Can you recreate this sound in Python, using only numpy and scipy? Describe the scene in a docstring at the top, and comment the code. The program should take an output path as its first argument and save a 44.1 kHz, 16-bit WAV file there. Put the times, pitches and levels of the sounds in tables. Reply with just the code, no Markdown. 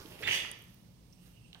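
"""In a live room, a sliding glass door is pulled open beside a two-port microphone, nearer its right port.
The runner scrapes and squeals by stick and slip and rings the frame; the rollers rumble over small bumps;
handle, frame and latch click as struck resonances. Something rustles close by in grains of noise, and an
appliance hums in wavering tones under the room noise. After the door has stopped, insects fade in faintly
from outdoors as narrow bands of noise."""
import sys
import numpy as np
from scipy import signal
from scipy.fft import rfft, irfft
from scipy.io import wavfile

SR = 44100
rng = np.random.default_rng(int(sys.argv[2]) if len(sys.argv) > 2 else 0)


def file_out(sig):
    """Save sig as 16-bit WAV at sys.argv[1]."""
    # one column per channel
    cols = np.atleast_2d(sig).T
    # limit, then scale
    lim = np.clip(cols, -1, 1)
    pcm = np.round(lim * 32767).astype(np.int16)
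    wavfile.write(sys.argv[1], SR, pcm)


N = 70560  # samples, 1.6 s


def undb(db):
    """Decibels to gain."""
    return 10 ** (np.asarray(db) / 20)


def unit(x):
    """Scale to rms 1."""
    return x / np.sqrt(np.mean(x ** 2) + 1e-20)


def clock():
    """Time of every sample in seconds."""
    return np.arange(N) / SR


def dying(t60):
    """Exponential decay that falls 60 dB in t60 seconds."""
    return np.exp(-np.log(1000) * clock() / t60)


def bump(at, spread):
    """Bell-shaped swell around a moment; spread is its standard deviation in seconds."""
    return np.exp(-0.5 * ((clock() - at) / spread) ** 2)


def swells(table):
    """Sum of bell-shaped swells from rows of time, level and spread."""
    return sum(undb(db) * bump(at, spread) for at, db, spread in table)


def curve(table, axis=1):
    """One column of a table, joined by straight lines in time."""
    rows = np.array(table)
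    return np.interp(clock(), rows[:, 0], rows[:, axis])


def outline(points, size):
    """Spectral outline in dB for a transform of this size, joined over log frequency."""
    hz, db = np.array(points).T
    f = np.maximum(np.fft.rfftfreq(size, 1 / SR), 1)
    return np.interp(np.log(f), np.log(hz), db)


def colour(x, points):
    """Filter by a spectral outline, then scale to rms 1, so only its shape counts."""
    return unit(irfft(rfft(x) * undb(outline(points, N)), N))


def band(x, hz, width):
    """One resonance of a given width in Hz, gain 1 at its centre."""
    hz = min(hz, 0.45 * SR)
    return signal.lfilter(*signal.iirpeak(hz, hz / width, SR), x)


def walk(cutoff_hz):
    """Smooth random wander of rms 1: lowpassed noise without its first second."""
    lowpass = signal.butter(2, cutoff_hz, fs=SR, output="sos")
    return unit(signal.sosfilt(lowpass, rng.standard_normal(N + SR))[SR:])


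def slips(rate, scatter_db):
    """Irregular tiny impacts of uneven size and random sign, rate per second on average."""
    hit = rng.random(N) < rate / SR
    size = np.clip(rng.standard_normal(N), -2, 2)
    return unit(hit * undb(scatter_db * size) * rng.choice([-1, 1], N))


# Force of the rubbing. Each row: time in seconds, level in dB before the scrape level.
RUB_FORCE = [(0.1, -43), (0.216, -32), (0.233, -10), (0.256, -11), (0.268, -6), (0.28, -2.5), (0.305, -0.5),
             (0.345, 4.5), (0.382, -8.5), (0.425, -18), (0.46, -19), (0.52, -55)]
# Tone of the scrape. Each row: frequency in Hz, relative level in dB per Hz.
SCRAPE_TONE = [(200, -20.5), (500, -24.5), (900, -17.5), (1350, -23), (1850, -3), (2400, -1.5), (2900, 0),
               (3400, -10), (3900, -17.5), (4700, -22.5), (7000, -48), (7600, -48), (15500, -44)]
# Hiss of the seal. Each row: frequency in Hz, relative level in dB per Hz.
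HISS_TONE = [(2500, -31), (4000, -23), (4600, 5), (5300, -3.5), (6200, 2), (7500, -9.5), (8500, -4),
             (11000, -7), (15500, -12.5)]
# Modes of the door frame. Each row: frequency in Hz, peak level in dB before the frame level.
FRAME_MODES = [(1800, -5), (2230, -26), (2385, -25), (2618, -3), (2801, -5), (2938, 2.5), (3165, -9),
               (3352, 0)]
SCRAPE_DB, SLIPS_PER_S, SLIP_SCATTER_DB = -34, 1400, 4.5
STUTTER_DB, STUTTER_HZ = 3, 110
HISS_DB, HISS_PEAK_S, HISS_SPREAD_S = -42, 0.341, 0.034
FRAME_DB, FRAME_T60_S = -42, 0.15


def scrape():
    """The runner sticks and slips along the track and rings the frame; the seal hisses at full speed."""
    stutter = STUTTER_DB * np.clip(walk(STUTTER_HZ), -2, 1)
    rub = colour(slips(SLIPS_PER_S, SLIP_SCATTER_DB), SCRAPE_TONE) * undb(curve(RUB_FORCE) + stutter)
    width = np.log(1000) / np.pi / FRAME_T60_S  # Hz, gives each mode its decay time
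    ring = 0
    for hz, db in FRAME_MODES:
        mode = band(rub, hz, width)
        ring = ring + undb(db) * mode / np.abs(mode).max()
    hiss = colour(slips(5000, scatter_db=1), HISS_TONE) * bump(HISS_PEAK_S, HISS_SPREAD_S)
    return undb(SCRAPE_DB) * rub + undb(FRAME_DB) * ring + undb(HISS_DB) * hiss


# Squeal of the runner. Each row: time in seconds, pitch in Hz, level in dB, roughness from 0 to 1.
SQUEAL_GLIDE = [(0.224, 3101, -85, .08), (0.233, 3244, -42, 0.12), (0.25, 3620, -40, 0.04),
                (0.268, 3520, -40, 0.07), (0.283, 3200, -40, 0.53), (0.305, 3060, -35, 0.29),
                (0.335, 2928, -31.5, 0.39), (0.365, 3350, -38, 0.46), (0.425, 3474, -44.5, 0.22),
                (0.445, 3200, -82, .5)]
SQUEAL_JITTER = 0.114  # rms share of the pitch at roughness 1
OVERTONE_DB, OVERTONE_FULL_DB = -12.5, -35.5  # overtone at its fullest, squeal level where it gets there


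def squeal():
    """A gliding friction tone, ragged as the door gathers speed; its overtone grows with its strength."""
    t = clock()
    jitter = SQUEAL_JITTER * curve(SQUEAL_GLIDE, axis=3) * walk(333)
    hz = curve(SQUEAL_GLIDE) * (1 + jitter)
    phase = 2 * np.pi * np.cumsum(hz) / SR
    sounding = (t > SQUEAL_GLIDE[0][0]) * (t < SQUEAL_GLIDE[-1][0])
    gain = undb(curve(SQUEAL_GLIDE, axis=2) + 2.6 * walk(220)) * sounding
    overtone = undb(OVERTONE_DB) * np.minimum(gain / undb(OVERTONE_FULL_DB), 1) ** 2
    return gain * (np.sin(phase) + overtone * np.sin(2 * phase))


# The runner catches twice as it starts. Each row: centre in seconds, level in dB, spread in seconds.
CATCH_SWELLS = [(0.236, -38, .007), (0.279, -32, 0.0089)]
# Tone of the grinding. Each row: frequency in Hz, relative level in dB per Hz.
GRIND_TONE = [(300, -26.5), (1000, -18), (1450, -7), (1850, 2), (2600, -2.5), (3100, -12), (4400, -14),
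              (6000, -25.5), (15000, -30.5)]


def catches():
    """Two short, lower grinds of stick and slip while the door breaks free."""
    return colour(slips(SLIPS_PER_S, SLIP_SCATTER_DB), GRIND_TONE) * swells(CATCH_SWELLS)


# Strength of the rolling. Each row: time in seconds, level in dB.
ROLL_LEVEL = [(0, -50.5), (0.03, -57), (0.058, -60), (0.08, -59), (0.115, -55.5), (0.18, -57), (0.22, -57),
              (0.255, -51.5), (0.282, -43), (0.34, -51), (0.41, -62), (0.447, -52.5), (0.475, -89),
              (0.6, -76.5)]
# Tone of the rollers on the track. Each row: frequency in Hz, relative level in dB per Hz.
ROLLER_TONE = [(40, -41), (90, 3), (150, -5.5), (230, -3.5), (420, -3), (560, -5), (700, -11), (950, -8.5),
               (1400, -18.5), (3000, -15), (8000, -30)]


def rollers():
    """Small bumps of the track shake the heavy pane."""
    return colour(slips(1500, scatter_db=5), ROLLER_TONE) * undb(curve(ROLL_LEVEL))


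# Tone of the hand sliding on the handle. Each row: frequency in Hz, relative level in dB per Hz.
GRIP_TONE = [(150, 7.5), (300, -37), (900, -3.5), (1600, 0.5), (2300, -38), (4000, -10), (5800, -8),
             (7500, -21), (15000, -28)]
GRIP_DB, GRIP_T60_S = -49, 0.17  # level at the start, time to fall 60 dB


def grip():
    """A dull rub of the hand on the handle that dies away."""
    return undb(GRIP_DB) * colour(slips(2100, scatter_db=3), GRIP_TONE) * dying(GRIP_T60_S)


def click(start, db, hz, decay, width, crack, snap=0):
    """A sharp push and brief chatter, 30 dB down after decay seconds, through a broad resonance."""
    push = rng.standard_normal(N) * dying(2 * decay) + 1e-18
    push[0] = 4
    body = band(push, hz, width * hz)
    # crack passes the skirts of the resonance, snap is the bare contact
    hit = band(body, hz, width * hz) + crack * body + snap * np.diff(push, prepend=0)
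    delayed = np.pad(hit, (int(max(start, 0) * SR), 0))[:N]
    return undb(db) * delayed / np.abs(hit).max()


# Knocks of handle and frame, and at 0.273 s a sharp catch of the runner. Each row: start in seconds, # peak
# level in dB, ring in Hz, decay (fall of 30 dB) in seconds, level sent into the room in dB against the direct
# sound.
KNOCK_HITS = [(0.047, -43.5, 288, 0.031, -3), (0.059, -43.5, 3200, 0.0044, -3),
              (0.122, -43.5, 2700, 0.0088, 2.5), (0.191, -42, 2500, 0.013, 1),
              (0.206, -44.5, 438, 0.098, 0.5), (0.224, -41.5, 4300, 0.011, -19),
              (0.273, -30, 2380, 0.013, -10), (0.279, -49, 144, 0.046, -2), (0.3205, -27, 3040, 0.0042, -5),
              (0.3775, -33, 2800, 0.011, -7), (0.449, -41.5, 1300, 0.0057, 0),
              (1.5302, -42, 3100, 0.0066, -11), (1.547, -41, 3330, 0.0034, -5.5),
              (1.548, -56, 830, 0.088, -10), (1.551, -55, 1650, 0.026, 1.5), (1.557, -62, 96, 0.029, -29)]


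def knocks():
    """Handle and frame knock and the runner catches once; the nearer contacts send less into the room."""
    direct, sent = 0, 0
    for start, db, hz, decay, room_db in KNOCK_HITS:
        hit = click(start, db, hz, decay, width=0.45, crack=0)
        direct = direct + hit
        sent = sent + undb(room_db) * hit
    return at_ports(direct) + room(sent)


# Small metal ticks of the latch. Each row: start in seconds, peak level in dB, ring in Hz,
# decay (fall of 30 dB) in seconds.
LATCH_TICKS = [(0.5146, -29.5, 10060, .006), (0.590, -51, 13500, 0.0018), (0.602, -59, 14100, .003),
               (0.62, -52, 13500, .005), (0.623, -52, 9350, .006), (0.641, -51, 13700, .005),
               (0.6838, -56.5, 8400, 0.0045), (0.706, -54, 13300, .005), (0.7438, -50, 15200, 0.0027),
               (1.126, -56, 5630, 0.035)]


def ticks():
    """Tiny bright contacts of the loose latch."""
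    return sum(click(*row, width=0.12, crack=0.63, snap=0.06) for row in LATCH_TICKS)


# Rustles close to the microphone. Each row: centre in seconds, level in dB, spread in seconds.
RUSTLE_SWELLS = [(0.01, -61, 0.054), (0.115, -60, 0.039), (0.21, -54.5, .014), (0.614, -70, 0.17),
                 (1.262, -65.5, .04)]
# Tone of the rustling. Each row: frequency in Hz, relative level in dB per Hz.
RUSTLE_TONE = [(500, -13), (1500, 11.5), (5500, 6.5), (7500, 0.5), (10000, 10.5), (13000, 10), (15500, 1.5)]


def rustle():
    """Soft, fine-grained brushing close to the microphone."""
    return colour(slips(5400, scatter_db=8), RUSTLE_TONE) * swells(RUSTLE_SWELLS)


DIFFUSE_HZ, BASS_SPREAD = 850, 0.17  # scale of the widening, share of side signal in the deepest bass


def diffuse():
    """Noise from all sides: nearly alike at both ports in the bass, unrelated in the treble."""
    mid, side = rng.standard_normal((2, N))
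    spread = np.minimum(BASS_SPREAD + np.fft.rfftfreq(N, 1 / SR) / DIFFUSE_HZ, 1)
    return mid + irfft(rfft(side) * spread, N) * np.array([[1], [-1]])


def pan(db):
    """Left and right gains for a level difference, left minus right."""
    return undb(np.array([[db], [-db]]) / 2)


def tilt_sides(x, points):
    """Lean a pair of channels to one side by frequency."""
    lean = outline(points, 2 * N)
    return irfft(rfft(x, 2 * N) * undb(np.array([lean, -lean]) / 2))[:, :N]


# Tone of the room noise. Each row: frequency in Hz, relative level in dB per Hz.
AMBIENCE_TONE = [(15, -32), (25, -9), (53, -1), (91, -5.5), (119, 2), (152, -4), (178, -3), (204, -7),
                 (289, -13.5), (368, -20), (445, -21), (722, -27.5), (1660, -38), (2120, -36), (2920, -35),
                 (5730, -35), (7500, -41), (8580, -39), (15500, -38.5)]
# Side of the room noise. Each row: frequency in Hz, left minus right in dB.
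AMBIENCE_LEAN = [(400, 0), (1500, -2), (5000, -5.5), (14000, 2)]
# Hum of an appliance. Each row: mean frequency in Hz, middle level in dB.
HUM_TONES = [(119, -69.5), (178, -68)]
# Insects outdoors. Each row: centre in Hz, nominal width in Hz, level in dB, middle of fade-in in seconds.
INSECT_BANDS = [(2790, 520, -73, 1.232), (8540, 900, -82.5, 1)]
AMBIENCE_DB, HUM_WAVER_DB = -59, 3
FADE_IN_S, OUTDOOR_PAN_DB = 0.15, -8.5  # time scale of the fade-in, left minus right


def background():
    """Room noise, a hum wavering in pitch and level, and insects that fade in after the door has stopped."""
    t = clock()
    out = undb(AMBIENCE_DB) * tilt_sides(colour(diffuse(), AMBIENCE_TONE), AMBIENCE_LEAN)
    for hz, db in HUM_TONES:
        level = undb(db + HUM_WAVER_DB * walk(14.2))
        phase = 2 * np.pi * np.cumsum(hz * (1 + 0.0341 * walk(25.4))) / SR
        out = out + level * np.sqrt(2) * np.sin(phase)
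    for hz, width, db, middle in INSECT_BANDS:
        # two resonances in a row give steep sides
        chorus = unit(band(band(diffuse(), hz, 1.28 * width), hz, 0.84 * width))
        fade = (1 + np.tanh((t - middle) / FADE_IN_S)) / 2
        out = out + chorus * undb(db + 2 * walk(21)) * fade * pan(OUTDOOR_PAN_DB)
    return out


PORT_LAG_S, SQUEAL_LAG_S = 0.00014, 0.00007  # delay of the left port
DOOR_PAN_DB, ROOM_PAN_DB = -3, 1.5  # left minus right


def at_ports(x, lag=PORT_LAG_S):
    """Direct sound reaches the right port first and stronger."""
    f = np.fft.rfftfreq(2 * N, 1 / SR)
    late = irfft(rfft(x, 2 * N) * np.exp(-2j * np.pi * f * lag))[:N]
    return np.array([late, x]) * pan(DOOR_PAN_DB)


# Decay of the room. Each row: band edges in Hz, time to fall 60 dB in seconds.
ROOM_DECAY = (((20, 1200), 0.77), ((1200, 7000), 0.58), ((7000, 18000), 0.48))
ROOM_BUILD_S = 0.0027


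def room(x):
    """A diffuse tail with its own decay in bass, middle and treble."""
    tail = 0
    for edges, t60 in ROOM_DECAY:
        bandpass = signal.butter(3, edges, "band", fs=SR, output="sos")
        tail = tail + signal.sosfilt(bandpass, diffuse()) * dying(t60)
    tail = unit(tail * (1 - np.exp(-clock() / ROOM_BUILD_S))) / np.sqrt(N)
    return signal.fftconvolve(x[None], tail, axes=1)[:, :N] * pan(ROOM_PAN_DB)


def in_room(x, room_db, lag=PORT_LAG_S):
    """Direct sound plus tail, scaled to keep their power in balance."""
    return (at_ports(x, lag) + undb(room_db) * room(x)) / np.hypot(1, undb(room_db))


def scene():
    """Door, fittings and surroundings at the two ports; room_db is the tail against the direct sound."""
    door = in_room(scrape(), room_db=-2)
    door = door + in_room(squeal() + catches(), room_db=-3.5, lag=SQUEAL_LAG_S)
    door = door + in_room(rollers() + grip(), room_db=0.5)
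    fittings = knocks() + in_room(ticks(), room_db=-26)
    return door + fittings + in_room(rustle(), room_db=-2.5) + background()


# Shading of the left port. Each row: frequency in Hz, left minus right in dB.
LEFT_SHADE = [(150, 0), (400, -5), (800, -6), (2500, -6), (6000, -8.5), (14000, -6)]
TOP_HZ = 15800


def record(dry):
    """The left port hears less above the bass; the recorder cuts the top."""
    lowpass = signal.ellip(10, 0.2, 70, TOP_HZ, fs=SR, output="sos")
    return signal.sosfilt(lowpass, tilt_sides(dry, LEFT_SHADE))


dry = scene()
out = record(dry)
file_out(out)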